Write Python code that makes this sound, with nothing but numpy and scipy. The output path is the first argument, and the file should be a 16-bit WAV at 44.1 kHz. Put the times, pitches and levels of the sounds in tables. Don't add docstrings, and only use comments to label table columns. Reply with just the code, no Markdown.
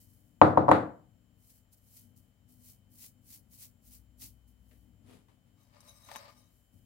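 import sys
import numpy as np
from scipy import signal
from scipy.fft import rfft, irfft
from scipy.io import wavfile

SR = 44100
rng = np.random.default_rng(int(sys.argv[2]) if len(sys.argv) > 2 else 0)


def materialize(psi):
    bounded = np.clip(np.atleast_2d(psi).T, -1, 1)
    quanta = np.round(bounded * 32767).astype(np.int16)
    wavfile.write(sys.argv[1], SR, quanta)


N = 302481
T = np.arange(N) / SR

# pitch_hz, level_db
POWDER_COLOUR = [(1500, -42), (3300, -22.5), (4300, -0.5), (4750, -2.5), (5600, -0.5), (8000, 3),
                 (12000, 7), (15500, 7)]
# pitch_hz, width_hz, level_db
RIM_MODES = [(3850, 120, 4.5), (4930, 120, -2), (5350, 170, 0.5), (5720, 150, -0.5), (6220, 150, 3.5),
             (7530, 180, -5), (8400, 210, 0.5), (9470, 160, 0.5), (10930, 190, -2), (12100, 300, -11),
             (13100, 320, -4.5), (14900, 310, -6)]


def undb(db):
    return 10 ** (np.asarray(db) / 20)


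def unit(x):
    return x / np.sqrt(np.mean(x ** 2))


def along(points, hz):
    f, value = np.transpose(points)
    return np.interp(np.log(hz + 1), np.log(f), value)


def shaped(x, gain, size=8192):
    hz = np.arange(size // 2 + 1) * SR / size
    cepstrum = irfft(np.log(gain(hz) + 1e-7))
    cepstrum[1:size // 2] *= 2
    cepstrum[size // 2 + 1:] = 0
    impulse = irfft(np.exp(rfft(cepstrum)))
    return signal.oaconvolve(x, impulse[None], axes=1)[:, :x.shape[1]]


def coloured(x, points):
    return shaped(x, lambda hz: undb(along(points, hz)))


def resonance(hz, centre, width):
    return 1 / (1 + (2 * (hz - centre) / width) ** 2)


def ringing(x, table):
    return shaped(x, lambda hz: sum(undb(db) * resonance(hz, centre, width) for centre, width, db in table))


def pan(db):
    return undb(np.array([[db], [-db]]) / 2)


def noise(size=N):
    mid, side = rng.standard_normal((2, size))
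    treble_only = signal.butter(1, 600, "high", fs=SR, output="sos")
    side = signal.sosfilt(treble_only, side)
    return np.array([mid + side, mid - side]) / np.sqrt(2)


def walk(rate):
    steps = rng.standard_normal(int(N / SR * rate) + 2)
    return np.interp(T * rate, np.arange(len(steps)), steps)


def grains(rate, unevenness):
    lands = rng.random(N) < rate / SR
    sizes = np.exp(unevenness * rng.standard_normal(N))
    return unit(lands * sizes * noise())


def fade(t60, size=SR):
    shape = np.exp(-np.log(1000) * T[:size] / t60)
    return shape / np.sqrt(np.sum(shape ** 2))


def add(out, s, sound):
    start = int(s * SR)
    out[:, start:start + sound.shape[1]] += sound[:, :N - start]


def tone(hz, waver, jitter_s=0):
    clock = T + jitter_s * walk(220)
    wave = np.sin(2 * np.pi * hz * clock + waver * walk(16))
    return np.sqrt(2) * wave * undb(2 * waver * walk(5))


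def swell(start, db, rise, fall):
    depth_db = 21.5
    shape = 1.62
    since_peak = T - start - rise
    distance = np.maximum(-since_peak / rise, since_peak / fall)
    return undb(db - depth_db * distance ** shape)


def held(start, db, length):
    fade_s = .1
    time_to_edge = np.minimum(T - start, start + length - T)
    return undb(db) * np.clip(time_to_edge / fade_s, 0, 1)


def background():
    # time_s, level_db
    rumble_levels = [(1.1, -64.5), (1.74, -70.5), (2.17, -62), (2.35, -71), (2.48, -64), (4.18, -65.5),
                     (4.24, -59), (4.4, -69), (5.06, -60.5), (5.24, -67), (6.52, -66.5), (6.68, -77),
                     (6.76, -59.5), (6.86, -66.5)]
    # pitch_hz, level_db
    rumble_colour = [(15, -39), (25, -14.5), (44, -10), (98, -3.5), (158, -9.5), (198, -9), (220, -10.5),
                     (248, -3), (275, -16), (297, -9), (325, -24.5), (413, -29), (533, -27), (574, -28.5),
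                     (900, -39), (1170, -58), (1980, -120)]
    # pitch_hz, level_db (against each other)
    drone_tones = [(87, -11), (100, -2.5), (124, -7.5), (170, -16.5), (198.5, -10.5), (247, -10),
                   (296, -16.5)]
    # start_s, level_db, length_s
    hum_spells = [(3.8, -66.5, 1.2)]
    # pitch_hz, level_db
    whine_tones = [(46, -79), (59.2, -77.5), (3058, -89), (7300, -91)]
    # pitch_hz, level_db
    air_colour = [(300, -3), (600, -1.5), (1000, -9), (2000, -12), (5000, -19), (10000, -19), (15500, -16)]
    hum_hz = 59.67
    jitter_s = .00006

    drone = sum(undb(db) * tone(hz, waver=0.32) for hz, db in drone_tones)
    rumble_noise = unit(coloured(noise(), rumble_colour))
    level = undb(np.interp(T, *np.transpose(rumble_levels)))
    rumble = level * (undb(-4.5) * rumble_noise + undb(-4.0) * drone)
    hum = sum(held(*row) for row in hum_spells) * tone(hum_hz, waver=.2)
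    low = (rumble + hum) * pan(10.5)
    whine = sum(undb(db) * tone(hz, waver=0.99, jitter_s=jitter_s) for hz, db in whine_tones)
    air = unit(coloured(noise(), air_colour))
    return low + undb(-76.5) * air * pan(1.5) + whine * pan(9.7)


def finger():
    # start_s, level_db, rise_s, fall_s
    strokes = [(0.0, -63, 0.0039, 0.095), (0.01, -71, 0.091, 0.32), (1.36, -67.5, 0.1, 0.14),
               (1.48, -61.5, .025, 0.036), (1.49, -67.5, 0.067, 0.089), (1.712, -63, 0.02, 0.033),
               (1.755, -71.5, .022, 0.031), (1.76, -65, .18, .19), (1.9, -61.5, 0.081, .11),
               (1.958, -58.5, 0.015, .025), (2.152, -65.5, 0.02, 0.047), (2.16, -77.5, .05, 0.15),
               (2.47, -67.5, 0.03, 0.15), (2.57, -58.5, .12, .095), (2.895, -67.5, 0.031, 0.11),
               (2.935, -52.5, 0.11, 0.071), (3.24, -53.5, 0.099, 0.074), (3.49, -59.5, 0.05, 0.087),
               (3.555, -52, .075, 0.072), (3.81, -63, 0.063, 0.064), (3.87, -57, 0.065, 0.083),
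               (4.185, -49, 0.042, 0.091), (4.462, -73, 0.019, 0.086), (4.56, -75, 0.17, 0.24),
               (6.4, -76, 0.15, .25), (6.7, -76.5, 0.046, .25)]
    # pitch_hz, level_db
    mesh_colour = [(700, -11), (1400, -12), (1750, -9.5), (2000, -4), (2300, -3), (2700, -4), (3300, -4),
                   (4300, -1), (6000, 1.5), (10000, -9)]
    firm_db, mesh_db = -55, -11
    mesh_growth = 1.4
    trickle_db, trickle_t60_s = -20, .5

    rubbing = np.sqrt(sum(swell(*row) ** 2 for row in strokes))
    lingering_power = signal.oaconvolve(rubbing ** 2, fade(trickle_t60_s) ** 2)[:N]
    trickle = undb(trickle_db) * np.sqrt(np.abs(lingering_power))
    scraping = undb(firm_db + mesh_db) * (rubbing / undb(firm_db)) ** mesh_growth
    powder = unit(coloured(grains(rate=10000, unevenness=0.25), POWDER_COLOUR))
    hiss = np.hypot(rubbing, trickle) * powder
    mesh = scraping * unit(coloured(grains(rate=11000, unevenness=0.17), mesh_colour))
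    catching = undb(1.0 * walk(250))
    return catching * (undb(3.5) * hiss * pan(1) + undb(4.5) * mesh * pan(4.3))


def kitchen():
    # pitch_hz, level_db
    room_colour = [(50, -25.5), (85, -0.5), (170, -3.5), (310, 3), (400, -6), (480, 1.5), (800, -1.5),
                   (1200, -4.5), (1800, -11), (3000, -13), (3900, -2), (5000, 0.5), (15000, -15)]
    # pitch_hz, t60_s (time to drop 60 dB)
    room_decay = [(80, .45), (300, .42), (1000, .38), (3000, 0.29), (8000, 0.32), (15000, .27)]
    wash = rfft(noise(size=SR))
    hz = np.arange(SR // 2 + 1)
    centres = [f for f, t60 in room_decay]
    tail = 0
    for (f, t60), share in zip(room_decay, np.eye(len(centres))):
        band = irfft(wash * np.interp(hz, centres, share))
        tail = tail + band * fade(t60)
    build_up = 1 - np.exp(-T[:SR] / 0.0069)
    return coloured(tail * build_up, room_colour)


def dish():
    # time_s, level_db, contact_cutoff_hz, click_level_db, left_minus_right_db
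    thumps = [(0.4149, 4.5, 1460, -34.5, 2), (0.427, -12, 694, -50.5, -0.5), (0.444, -19, 1166, -49, 1.5),
              (0.474, -16, 606, -35, 0), (0.5734, -1.5, 1120, -41, 3), (0.682, -8.5, 1200, -66.5, 5),
              (0.689, -3, 1120, -38.5, 3), (0.7142, -0.5, 1810, -28, 2.5)]
    # pitch_hz, level_db, t60_s, left_minus_right_db
    table_modes = [(87.5, -13, 0.15, 3.5), (99.7, -4, .42, 8.5), (138.27, -5.5, 0.63, 8),
                   (170.05, -9, 0.54, 3.5), (195.7, -6, 0.44, 4), (225, -1.5, .3, 1.5), (306.8, 3, .42, 0),
                   (342.1, 2, .2, 6.5), (450.3, 1.5, .17, -4), (523, 4.5, .3, -1), (654.5, -4, .36, -1),
                   (692, -5, 0.2494, 1), (737, -2.5, .22, 9), (871, -5.5, .24, 6), (846, -0.5, 0.36, 0.5),
                   (944, -2.5, 0.37, 0.5), (1034, -4.5, .19, 8), (1200, -4.5, 0.25, 0), (1160, -1, 0.11, 4),
                   (1226, -1, 0.14, 8), (1370, -13.5, 0.093, 3.5), (1520, -7.5, .3, 2.5),
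                   (1539, -6, .25, -1.5)]
    # pitch_hz, level_db
    board_colour = [(55, -30), (90, -9.5), (220, -3.5), (330, -4.5), (400, -20), (460, 5), (750, 7),
                    (1150, 2), (1350, -7.5), (2500, -13), (6000, 0.5), (15000, -14)]

    t, modes = T[:SR], 0
    for hz, db, t60, pan_db in table_modes:
        lag_s = .00032 * rng.standard_normal((2, 1))
        wave = np.sin(2 * np.pi * hz * (t - lag_s)) * np.exp(-np.log(1000) * t / t60)
        modes = modes + undb(db) * pan(pan_db) * wave
    board = coloured(noise(size=SR) * fade(0.03), board_colour)
    dense = undb(27) * board + undb(27.0) * kitchen()
    no_deep_bass = signal.butter(3, 75, "high", fs=SR, output="sos")
    body = dense + undb(-29.0) * signal.sosfilt(no_deep_bass, modes)
    out = np.zeros((2, N))
    for s, db, contact_hz, click_db, pan_db in thumps:
        blow = shaped(body, lambda hz: 1 / np.sqrt(1 + (hz / contact_hz) ** 7))
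        click = shaped(dense, lambda hz: hz / (hz + 1500) / np.sqrt(1 + (hz / 6000) ** 3))
        add(out, s, undb(db) * pan(pan_db) * (blow + undb(click_db) * click))
    return out


def ticks():
    # time_s, level_db, hollow_pitch_hz, t60_s, wire_ring_db
    knocks = [(4.711, -46, 492, 0.22, -34), (5.283, -51, 1020, 0.24, -30), (5.804, -55, 1190, 0.047, 4),
              (6.087, -35.5, 1120, 0.084, -22), (6.115, -33, 810, .018, -15.5),
              (6.152, -32.5, 810, 0.021, -20), (6.159, -28, 1060, 0.0068, -11.5),
              (6.164, -30, 945, 0.02, -12)]
    # pitch_hz, level_db
    knock_colour = [(60, -53), (200, -12), (550, -41), (1800, -11.5), (3300, -18), (6000, -26), (8000, -28),
                    (15000, -46)]
    out = np.zeros((2, N))
    for s, db, pitch_hz, t60, wire_db in knocks:
        burst = noise(size=SR) * fade(t60)
        hollow = shaped(burst, lambda hz: resonance(hz, pitch_hz, .4 * pitch_hz))
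        wire = undb(wire_db) * ringing(burst, RIM_MODES)
        add(out, s, undb(db) * (hollow + coloured(burst, knock_colour) + wire))
    return undb(28.5) * out * pan(7.6)


def slide():
    # start_s, level_db, rise_s, fall_s
    slides = [(5.025, -63, 0.094, 0.14), (5.274, -77, 0.017, 0.14), (5.43, -81, 0.046, 0.098)]
    # pitch_hz, level_db
    scuff_colour = [(100, -7), (200, 5.5), (420, -0.5), (700, -8), (1500, -15), (3000, -15), (6000, -23),
                    (11000, -20.5), (15000, -31)]
    dragging = sum(swell(*row) for row in slides)
    scuffs = unit(coloured(grains(rate=12000, unevenness=0.35), scuff_colour))
    return undb(5.0) * dragging * scuffs * pan(4.2)


def scoop():
    # start_s, crunch_db, wire_ring_db, rise_s, fall_s
    pushes = [(5.55, -79.5, -74, 0.066, .14), (5.695, -69.5, -76, 0.067, 0.15),
              (5.79, -70.5, -67, 0.099, .15), (5.92, -69.5, -61, 0.2, 0.12), (6.06, -61, -72, 0.067, .07),
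              (6.149, -60, -72, 0.057, 0.15), (6.215, -65, -76, .04, 0.04), (6.255, -73, -70, 0.044, 0.089),
              (6.345, -76, -72, 0.036, 0.18)]
    # pitch_hz, level_db
    crunch_colour = [(300, -30), (460, -11.5), (600, -1), (1150, -0.5), (1400, -6), (2100, -5),
                     (3400, -11.5), (4800, -6), (6200, -20), (7200, -16.5), (15000, -42)]
    # pitch_hz, width_hz, level_db
    hollow_modes = [(581, 68, 1), (664, 34, -3), (715, 29, -5.5), (870, 35, -4.5), (1026, 67, -5),
                    (1140, 53, -5), (1208, 37, 4.5), (1860, 34, -4), (2193, 55, -2.5)]

    slips = grains(rate=5000, unevenness=.35) * undb(1.6 * walk(60))
    packed = unit(coloured(slips, crunch_colour))
    hollow = unit(ringing(slips, hollow_modes))
    crunch = undb(-2) * packed + undb(-2.0) * hollow
    scrape = grains(rate=7400, unevenness=0.32) * undb(2.0 * walk(41))
    rings = sum(ringing(scrape, RIM_MODES[k::4]) * undb(4.5 * walk(28)) for k in range(4))
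    wire = unit(rings) + undb(-3) * unit(coloured(scrape, POWDER_COLOUR))
    digging = sum(swell(s, crunch_db, rise, fall) for s, crunch_db, wire_db, rise, fall in pushes)
    scraping = sum(swell(s, wire_db, rise, fall) for s, crunch_db, wire_db, rise, fall in pushes)
    return (undb(4) * digging * crunch + scraping * wire) * pan(5.7)


def scene():
    return background() + finger() + dish() + ticks() + slide() + scoop()


def record(dry):
    no_deep_bass = signal.butter(4, 40, "high", fs=SR, output="sos")
    thinned = signal.sosfilt(no_deep_bass, dry)
    rounded = thinned / (1 + (thinned / .97) ** 6) ** (1 / 6)
    treble_cut = signal.ellip(10, .2, 70, 15850, fs=SR, output="sos")
    return signal.sosfilt(treble_cut, rounded)


dry = scene()
out = record(dry)
materialize(out)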